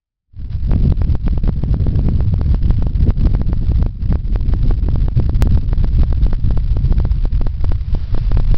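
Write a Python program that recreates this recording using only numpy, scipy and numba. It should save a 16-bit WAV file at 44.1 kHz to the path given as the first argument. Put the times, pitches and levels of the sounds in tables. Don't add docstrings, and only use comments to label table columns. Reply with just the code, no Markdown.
import sys
import numpy as np
from scipy import signal
from scipy.fft import rfft, irfft
from scipy.io import wavfile
from scipy.ndimage import uniform_filter1d
from numba import njit

SR = 44100
rng = np.random.default_rng(int(sys.argv[2]) if len(sys.argv) > 2 else 0)


def put_to_file(sound):
    columns = np.atleast_2d(sound).T
    safe = np.clip(columns, -1, 1)
    whole_steps = np.round(safe * 32767)
    wavfile.write(sys.argv[1], SR, whole_steps.astype(np.int16))


N = 377937
TIME = np.arange(N) / SR
CONTROL_TIME = TIME[::32]
CEILING = .69


# t/s, level/dB
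WIND_LEVEL = [(0, -89), (.26, -79), (.37, -27.5), (.53, -20), (.85, -17), (1.55, -20.5), (2.3, -19),
              (3.05, -17), (3.75, -18.5), (4.0, -20.5), (4.6, -17.5), (5.2, -17), (5.65, -19), (6.3, -16.5),
              (7.1, -14.5), (7.7, -18), (8.25, -18), (8.57, -15)]
# f/Hz, level/dB
RUMBLE_SPECTRUM = [(10, -5), (28, 2), (45, 0), (65, -1), (100, -6), (140, -12), (200, -34), (350, -55.5)]


def rumble(gust_db, lull_db, gust_share=.65, trim_db=1.5, split_hz=110, treble_follow=.33):
    swing = steadied(noise(RUMBLE_SPECTRUM), span_s=.085) * flicker(spread_db=1.5, rate_hz=12)
    deep = signal.sosfiltfilt(signal.butter(2, split_hz, fs=SR, output="sos"), swing)
    upper = (swing - deep) * from_db(treble_follow * roughness_db())
    level_db = in_time(WIND_LEVEL) + gust_share * gust_db - lull_db + trim_db
    return from_db(level_db) * (deep + upper)


# t/s, level/dB
TURBULENCE_LEVEL = [(0, -110), (.28, -86), (.38, -38), (.66, -39), (.76, -22.5), (1.1, -34.5), (1.6, -29),
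                    (2.0, -26.5), (2.55, -34), (3.05, -29.5), (3.65, -30), (4.4, -32), (5.5, -30.5),
                    (5.7, -35.5), (6.45, -35), (6.98, -33), (7.6, -39), (8.57, -41)]
# f/Hz, level/dB
FLUTTER_SPECTRUM = [(60, -22.5), (130, 3), (200, -1.5), (280, -11.5), (400, -20.5), (560, -30),
                    (800, -40.5), (1400, -56.5)]


def flutter(gust_db, lull_db, lull_scale=1.35, trim_db=.2):
    packets = flicker(spread_db=5.5, rate_hz=25) * noise(FLUTTER_SPECTRUM)
    level_db = in_time(TURBULENCE_LEVEL) + gust_db - lull_scale * lull_db + trim_db
    return from_db(level_db) * steadied(packets, span_s=.11)


def roughness_db():
    level_db = in_time(TURBULENCE_LEVEL)
    return level_db - np.median(level_db)


# t/s, swell/dB, excess over ceiling/dB re ceiling
GUST_EVENTS = [(0.7158, 10.5, -20), (0.735, 7, -6), (0.9237, 12, -19), (1.018, 3.5, -19.5),
               (1.1538, 12, -19), (1.2802, 10, -21), (1.3778, 4.5, -24), (1.478, 10, -25), (1.4926, 11, -7),
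               (1.6376, -5, -17), (1.7432, 7, -19), (1.8678, 9.0, -21), (1.993, 6.5, -20), (2.087, 9, -19),
               (2.2064, 7.5, -19.5), (2.3412, 6, -15), (2.414, 2, -20.5), (2.5457, 9, -9.5),
               (2.71, 9.5, -5), (2.8254, 6.0, -15), (2.868, -8, -15.5), (3.1063, 12.0, -16),
               (3.2706, 11.5, -20), (3.3525, 7.5, -19), (3.4161, 2.0, -17.5), (3.5317, 5, -19),
               (3.7179, 7.5, -20), (3.8274, 9.5, -21), (3.8636, 8, -17), (4.1263, 10.5, -20),
               (4.156, 5.5, -12), (4.3592, 3, -17), (4.538, 7.5, -21.5), (4.709, 9, 0.5),
               (4.8871, 5, -18.5), (4.9585, 3.0, -22), (5.0843, 6, -23), (5.201, 10, -8), (5.2954, 3, -19),
               (5.4735, 9.5, -7), (5.577, 11.5, -18.5), (5.7315, 5.5, -14.5), (5.8448, 11, -21.5),
               (6.036, 12.0, -13.5), (6.1276, 1.5, -22), (6.2663, 7.5, -18), (6.3311, 4.5, -19),
               (6.5084, 7.0, -21), (6.5763, 5.5, -18.5), (6.7693, -3, -9), (6.9252, 6, -21),
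               (7.0016, 4.5, -19.5), (7.0521, 3.0, -19), (7.2549, 0.0, -21), (7.4148, 5.5, -10),
               (7.4686, 4.5, -21), (7.6458, 1, -11), (7.7194, 5, -20), (7.95, 8, -18.5), (8.1472, 3, -15.5),
               (8.1779, 5.5, -13.5), (8.3176, 0, -19), (8.373, 5.0, -7), (8.4, 12, -13),
               (8.5477, 11, -12.5)]


def gust_swell_db(build_s=.08, collapse_s=.021):
    swells = [db * bell(CONTROL_TIME - t, np.where(CONTROL_TIME < t, build_s, collapse_s))
              for t, db, _ in GUST_EVENTS]
    return np.interp(TIME, CONTROL_TIME, np.max(swells, axis=0))


def buffets(pressure, half_width_s=.0019, log_spread=.3, sharpening=1.05, lead_s=.0005):
    out = pressure.copy()
    widths_s = half_width_s * from_db(-sharpening * roughness_db())
    for t, _, excess_db in GUST_EVENTS:
        at = int(t * SR)
        height = CEILING * (1 + from_db(excess_db))
        width_s = widths_s[at] * np.exp(log_spread * rng.standard_normal())
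        crest_s = t - lead_s + width_s * np.sqrt(2 * np.log(height / CEILING))
        near = slice(*np.searchsorted(TIME, [crest_s - 4 * width_s, crest_s + 4 * width_s]))
        peak = height * np.sign(pressure[at])
        out[near] += bell(TIME[near] - crest_s, width_s) * (peak - out[near])
    return out


# t/s, half-width/s, depth/dB
LULL_EVENTS = [(0.6, 0.025, 4.5), (0.94, 0.025, 8), (1.2, 0.036, 9.5), (1.411, 0.017, 5.5),
               (2.58, 0.02, 5.5), (3.14, 0.02, 8.5), (3.93, 0.066, 6.5), (4.22, 0.017, 5), (5.11, 0.035, 8),
               (6.4, 0.021, 5.5), (7.289, 0.014, 10), (7.51, 0.036, 9), (7.85, 0.041, 6),
               (8.08, 0.023, 6.5)]


def lull_depth_db():
    depth_db = sum(db * bell(CONTROL_TIME - t, width_s) for t, width_s, db in LULL_EVENTS)
    return np.interp(TIME, CONTROL_TIME, depth_db)


@njit
def gain_control(x, drop_ratio, ramps_s, hold_s=.00023, release_s=.018):
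    out = np.empty(len(x))
    gain, step = 1.0, 0.0
    overloaded, ramp_left = 0, 0
    for i in range(len(x)):
        y = x[i] * gain
        overloaded = overloaded + 1 if abs(y) > CEILING and ramp_left == 0 else 0
        if overloaded > hold_s * SR:
            ramp_left = max(int(ramps_s[i] * SR), 1)
            step = gain * (1 - drop_ratio) / ramp_left
        if ramp_left > 0:
            gain -= step
            ramp_left -= 1
        gain += (1 - gain) / (release_s * SR)
        out[i] = min(max(y, -CEILING), CEILING)
    return out


# t/s, level/dB
HISS_FLOOR_LEVEL = [(0, -105), (.32, -100), (.38, -64), (.48, -69), (.53, -43), (.57, -72.5), (3.9, -69),
                    (4.5, -67), (7.75, -58), (7.95, -49.5), (8.25, -46), (8.45, -64), (8.57, -53)]
# f/Hz, level/dB
HISS_SPECTRUM = [(200, 4), (1000, 2.5), (2000, -1), (3500, -1.5), (5000, -1.5), (5500, -10)]


def hiss(swing, riding_db=-35.5):
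    floor = from_db(in_time(HISS_FLOOR_LEVEL))
    level = np.hypot(floor, from_db(riding_db) * swing)
    return level * flicker(spread_db=2, rate_hz=90) * noise(HISS_SPECTRUM)


def click(at_s=5.4233, step_db=-2, decay_s=.0038):
    age_s = TIME - at_s
    return from_db(step_db) * .5 * np.sign(age_s) * np.exp(-np.abs(age_s) / decay_s)


def from_db(db):
    return 10 ** (np.asarray(db) / 20)


def in_time(rows):
    return np.interp(TIME, *np.transpose(rows))


def bell(age, width):
    return np.exp(-.5 * (age / width) ** 2)


def noise(spectrum):
    hz, db = np.transpose(spectrum)
    bins_hz = np.arange(N // 2 + 1) * SR / N
    gain = from_db(np.interp(np.log(bins_hz + 1), np.log(hz), db))
    rolloff = 1 + (bins_hz / (2 * hz[-1])) ** 4
    x = irfft(rfft(rng.standard_normal(N)) * gain / rolloff, N)
    return x / x.std()


def flicker(spread_db, rate_hz):
    return from_db(spread_db * noise([(1, 0), (rate_hz, 0)]))


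def steadied(x, span_s):
    power = uniform_filter1d(x ** 2, int(span_s * SR))
    return x / np.sqrt(power + 1e-3)


def scene():
    gust_db, lull_db = gust_swell_db(), lull_depth_db()
    eddies = rumble(gust_db, lull_db) + flutter(gust_db, lull_db)
    limited = eddies / (1 + (eddies / CEILING) ** 8) ** (1 / 8)
    return buffets(limited)[None]


def record(dry, drop_db=-7, ramp_s=.00041, log_spread=.22, band_hz=5750, cutoff_hz=16000):
    ramps_s = ramp_s * np.exp(log_spread * rng.standard_normal(N))
    popped = gain_control(dry[0], float(from_db(drop_db)), ramps_s)
    band_limit = signal.ellip(10, .1, 80, band_hz, fs=SR, output="sos")
    top_cut = signal.butter(16, cutoff_hz, fs=SR, output="sos")
    narrow = signal.sosfilt(band_limit, popped + hiss(popped))
    return signal.sosfilt(top_cut, narrow + click())[None]


dry = scene()
out = record(dry)
put_to_file(out)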